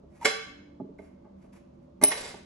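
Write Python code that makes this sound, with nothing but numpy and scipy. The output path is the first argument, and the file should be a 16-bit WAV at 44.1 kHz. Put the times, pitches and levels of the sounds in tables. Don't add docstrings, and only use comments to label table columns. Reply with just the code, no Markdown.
import sys
import numpy as np
from scipy import signal
from scipy.fft import rfft, irfft
from scipy.io import wavfile
from scipy.ndimage import uniform_filter1d

SR = 44100
rng = np.random.default_rng(int(sys.argv[2]) if len(sys.argv) > 2 else 0)


def store_wav(level_fs):
    pcm = np.round(np.clip(np.atleast_2d(level_fs), -1, 1) * 32767)
    wavfile.write(sys.argv[1], SR, pcm.T.astype(np.int16))


def invert_db(x):
    u = np.asarray(x, float) / 20
    return 10 ** u


N = 108045


def curve(table, hz):
    table_hz, value = np.array(table, float).T
    return np.interp(np.log(np.maximum(hz, 1)), np.log(table_hz), value)


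def unit(x):
    return x / np.sqrt(np.mean(x ** 2) + 1e-30)


def shape(x, gain):
    hz = np.fft.rfftfreq(x.shape[-1], 1 / SR)
    return irfft(rfft(x) * gain(hz), x.shape[-1])


def colored_noise(size, table):
    return unit(shape(rng.standard_normal(size), lambda f: invert_db(curve(table, f))))


def peak(hz, width_hz):
    return lambda f: 1 / (1 + 1j * (f ** 2 - hz ** 2) / (np.maximum(f, 1) * width_hz))


def bandpass(x, order, low_hz, high_hz):
    return signal.sosfilt(signal.butter(order, [low_hz, high_hz], "band", fs=SR, output="sos"), x)


def decay(t, t60):
    return np.exp(-np.log(1000) * t / t60)


# frequency in Hz,
# correlation.
ALIKE = [(60, 0.96), (200, 0.99), (400, .5), (700, -.1), (2300, 0.24), (6500, 0.57), (9500, -.85),
         (12000, 0.33)]


def diffuse(size):
    mid, side = rng.standard_normal((2, size))
    alike = lambda f: np.clip(curve(ALIKE, f), -1, 1)
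    mid = shape(mid, lambda f: np.sqrt((1 + alike(f)) / 2))
    side = shape(side, lambda f: np.sqrt((1 - alike(f)) / 2))
    return np.array([mid + side, mid - side])


def swell(start, db, rise, hold, fall):
    t = np.arange(N) / SR - start
    return invert_db(db) * np.clip(t / rise, 0, 1) ** 2 * np.exp(-np.maximum(t - rise - hold, 0) / fall)


def tone(hz, wobble_hz, wobble_db, smooth_s):
    wander = unit(uniform_filter1d(rng.standard_normal((2, N)), size=int(smooth_s * SR)))
    phase = 2 * np.pi * np.cumsum(hz + wobble_hz * wander[1]) / SR
    return np.sqrt(2) * invert_db(wobble_db * wander[0]) * np.sin(phase)


def ring(modes):
    hz, db, t60 = np.array(modes, float).T[:, :, None]
    t = np.arange(min(int(SR * t60.max()), SR // 2)) / SR
    level_luck, pitch_luck = rng.standard_normal((len(modes), 2)).T[:, :, None]
    level = invert_db(db + 1.5 * level_luck - 60 * t / t60)
    y = np.sum(level * np.sin(2 * np.pi * hz * (1 + .002 * pitch_luck) * t), axis=0)
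    return np.pad(y, (0, SR // 2 - len(y)))


def strike(out, start, db, rise, fall, answer):
    t = np.arange(SR // 10) / SR
    envelope = np.clip(t / rise, 0, 1) * np.exp(-np.maximum(t - rise, 0) / fall)
    y = signal.fftconvolve(rng.standard_normal(len(t)) * envelope, answer)
    loudest = np.sqrt(np.max(uniform_filter1d(y ** 2, size=128)))
    k = int(start * SR)
    y = invert_db(db) * y[:N - k] / loudest
    return out + np.pad(y, (k, N - k - len(y)))


# frequency in Hz, level in dB.
AIR = [(25, -16.5), (111, -6.5), (198, -4.5), (422, -14), (1100, -22), (1700, -35.5), (6400, -46),
       (13000, -61)]
# frequency in Hz, width in Hz, level in dB.
HUM = [(38, 10, -72.5), (74, 20, -64.5), (153.4, 11, -67), (193.75, 8.9, -59.5), (248.9, 18, -62),
       (339.9, 31, -65), (571.5, 75, -66.5)]


def ventilation():
    out = invert_db(-60.5) * unit(shape(diffuse(N), lambda f: invert_db(curve(AIR, f)) * (f > 28)))
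    for hz, width_hz, db in HUM:
        out = out + invert_db(db) * unit(shape(diffuse(N), lambda f: peak(hz, width_hz)(f) ** 2))
    drone = tone(289.9, wobble_hz=2.6, wobble_db=1.5, smooth_s=.05)
    return out + drone * swell(start=.43, db=-57, rise=.05, hold=.5, fall=.2)


# frequency in Hz, level in dB, 60 dB decay in seconds.
BASE_MODES = [(187, -16, .03), (281, -4.5, .05), (415.2, -1.5, .04), (628, 0, 0.035), (850, -1.5, 0.027),
              (1160, -5.5, .03), (1550, -9.5, 0.028), (2017, -6.5, 0.015)]
# start in seconds, level in dB, rise and fall in seconds, top of band in Hz.
THUDS = [(.03, -56, .006, 0.0087, 699.6), (.798, -37, .002, 0.0053, 800), (.812, -38, 0.0022, 0.008, 404),
         (.84, -45, 0.00137, 0.01, 400), (.887, -46, .002, 0.011, 404), (.99, -44.5, 0.0022, 0.019, 900),
         (1.24, -57, .01, 0.033, 1400), (1.435, -61, 0.0063, 0.016, 1500),
         (2.013, -33, 0.00109, 0.0103, 2570), (2.026, -28, 0.0023, 0.0064, 1024),
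         (2.034, -26, 0.00073, 0.0051, 1545), (2.34, -44, 0.0018, .005, 900)]


def thuds():
    out = np.zeros(N)
    for start, db, rise, fall, top_hz in THUDS:
        out = strike(out, start, db, rise, fall, bandpass(ring(BASE_MODES), 3, 150, top_hz))
    return out


def flutter():
    return invert_db(2.1 * unit(uniform_filter1d(rng.standard_normal(N), size=500)))


# start in seconds, level in dB, rise, hold and fall in seconds.
RUBS = [
    (.06, -68, .1, .07, .02),
    (.206, -56, .008, .03, .005),
    (0.982, -71.5, 0.0022, 0.075, 0.045),
    (1.33, -75, .1, .03, 0.04),
    (1.52, -65.5, 0.011, .04, 0.029),
    (1.735, -82.5, 0.0028, 0.0068, 0.021),
    (1.8, -82.5, .02, 0.025, 0.025),
]
# frequency in Hz, level in dB.
RUB_COLOR = [(350, -30), (600, -8), (1000, -5), (2600, -8.5), (3800, -22), (6500, -17.5), (8300, -23.5),
             (10000, -12.5), (12500, -32)]


def rubs():
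    return flutter() * colored_noise(N, RUB_COLOR) * sum(swell(*row) for row in RUBS)


def squeak():
    slip = tone(900, wobble_hz=40, wobble_db=2.2, smooth_s=.004)
    return slip * swell(start=.209, db=-43, rise=.008, hold=.02, fall=.004)


# frequency in Hz, level in dB, 60 dB decay in seconds.
CARRIAGE_MODES = [(431, -7, .07), (588.6, -2.5, 0.058), (785, -11, 0.068), (969, -15, .06),
                  (1154.5, -1, 0.052), (1524, 2, 0.061), (1746, -3.5, .07), (2138, 5, 0.065),
                  (2480, -4.5, .07), (3010, -6, 0.11), (3940, -7, 0.048), (5133, -6, 0.033),
                  (6287, -11, .03), (8750, -11, 0.12)]
# frequency in Hz, level in dB, 60 dB decay in seconds.
RAIL_MODES = [(445, -5, .6), (781, -6, .45), (962, -8.5, .35), (1152, -9, .4), (1554, -4, 0.42),
              (2190, -8.5, .4), (2655, -4.5, .45), (3268, -3, .45), (4017, -1, .42), (4227, -10, 0.42),
              (5071, -4.5, .45), (6520, -4, 0.48), (7480, -9, 0.24), (9820, -2.5, .35)]
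# frequency in Hz, level in dB.
CLATTER_COLOR = [(250, -22), (500, -9), (1520, -8), (2140, -7), (4000, -15), (6390, -16), (10200, -19.5),
                 (12500, -35.5)]
# start in seconds, level in dB, rise and fall of rattle in seconds, top of band in Hz.
CLANKS = [
    (.222, -56, .0005, .002, 7000),
    (.245, -15.5, 0.0082, 0.0083, 9400),
    (.272, -29, .004, 0.011, 11000),
    (.987, -53, .0005, 0.0016, 2200),
    (2.0136, -41, 0.00087, 0.0037, 9000),
    (2.0235, -37.5, 0.0023, 0.0037, 13000),
    (2.036, -27.5, .002, 0.0027, 5000),
    (2.105, -37.5, .002, .005, 5080),
    (2.115, -27, 0.00063, 0.0085, 7300),
    (2.149, -40.5, .002, .005, 6050),
]


def clanks():
    out, t = np.zeros(N), np.arange(SR // 2) / SR
    split_rails = []
    for hz, db, t60 in RAIL_MODES:
        for k in (-1, 0, 1):
            split_rails.append((hz * (1 + k * .006), db - 3 * abs(k), t60))
    for start, db, rise, fall, top_hz in CLANKS:
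        clatter = colored_noise(len(t), CLATTER_COLOR) * decay(t, .07)
        answer = ring(CARRIAGE_MODES) + invert_db(-15.5) * ring(split_rails) + invert_db(4) * clatter
        out = strike(out, start, db, rise, fall, bandpass(answer, 2, 350, top_hz))
    return out


# frequency in Hz, level in dB, 60 dB decay in seconds.
WHEEL_MODES = [(5860, -13.5, 0.0056), (6270, -12, 0.009), (7600, -18, .008), (9220, -6.5, .009),
               (9830, -13.5, .25), (10100, 0, 0.0071), (10390, -3, .007), (12300, -19.5, .006),
               (13720, -14.5, .01)]
# start in seconds, level in dB, rise and fall in seconds.
TICKS = [
    (2.015, -47.5, .0005, .001),
    (2.0245, -35.5, 0.0009, .003),
    (2.0358, -26, .0003, .0005),
    (2.037, -10.5, .0005, .0004),
    (2.039, -10, .0005, .0004),
    (2.0419, -22, .0004, .0008),
]


def ticks():
    out = np.zeros(N)
    for row in TICKS:
        out = strike(out, *row, np.diff(ring(WHEEL_MODES)))
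    return out


# start in seconds, level in dB, rise, hold and fall in seconds.
SCORING = (2.13, -44, .05, .1, .05)
# frequency in Hz, level in dB.
SCORE_COLOR = [(200, -10), (307, -16), (450, -5), (843, -9), (2600, -9), (6370, -14), (10300, -13),
               (11800, -45)]


def scoring():
    crack = rng.random(N) < 1400 / SR
    grit = rng.standard_normal(N) * (.4 + crack * invert_db(1.5 * rng.exponential(size=N)))
    crunch = unit(shape(grit, lambda f: invert_db(curve(SCORE_COLOR, f))))
    metal = ring(CARRIAGE_MODES) + ring(RAIL_MODES) / 2
    shaken = unit(signal.fftconvolve(grit, metal)[:N])
    return flutter() * (crunch + invert_db(-8) * shaken) * swell(*SCORING)


def scattered(x, tail):
    return signal.fftconvolve(x[None], tail / np.sqrt(np.sum(tail ** 2) / 2), axes=1)[:, :N]


def floor_echo(x):
    return scattered(x, diffuse(512) * np.exp(-np.arange(512) / SR / .0015))


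# frequency in Hz, 60 dB decay in seconds.
ROOM = [(125, .3), (500, .55), (2000, 0.63), (5000, .6), (8000, 0.42), (12000, .18)]


def room(x):
    t = np.arange(SR) / SR
    noise, tail = diffuse(SR), 0
    for hz in 62.5 * 2 ** np.arange(0, 8.5, .5):
        octaves = lambda f: np.log2(np.maximum(f, 1) / hz)
        band = shape(noise, lambda f: np.cos(np.pi / 2 * np.clip(2 * octaves(f), -1, 1)) ** 2)
        tail = tail + band * decay(t, curve(ROOM, hz))
    return scattered(x, tail * (1 - np.exp(-t / .008)))


def scene():
    x = thuds() + rubs() + squeak() + clanks() + ticks() + scoring()
    right = shape(x, lambda f: 1 - 2 * .92 * peak(9490, 3500)(f))
    heard = np.array([x, right]) + invert_db(-6) * floor_echo(x) + invert_db(-9) * room(x) + ventilation()
    return heard * invert_db(np.array([[0], [1.06]]))


def top_cut(x):
    return signal.sosfilt(signal.butter(12, 15210, fs=SR, output="sos"), x)


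# frequency in Hz, gain of the side
# signal in dB.
SIDE_COLOR = [(150, 0), (550, 4.5), (1400, 0), (4500, 4), (8000, 1.5), (9800, 4.5), (11000, 0.5), (12000, -8)]


def record(dry):
    fade = np.minimum(np.arange(N + 2048, 0, -1) / 2048, 1)
    x = np.pad(dry, ((0, 0), (0, 2048)), mode="reflect") * fade
    x = shape(x, lambda f: (invert_db(-38) + 1 / (1 + (f / 12000) ** 24)) * (f < 15000))
    mid = (x[0] + x[1]) / 2
    side = shape((x[0] - x[1]) / 2, lambda f: invert_db(curve(SIDE_COLOR, f)))
    return top_cut(np.array([mid + side, mid - side])[:, :N])


dry = scene()
out = record(dry)
store_wav(out)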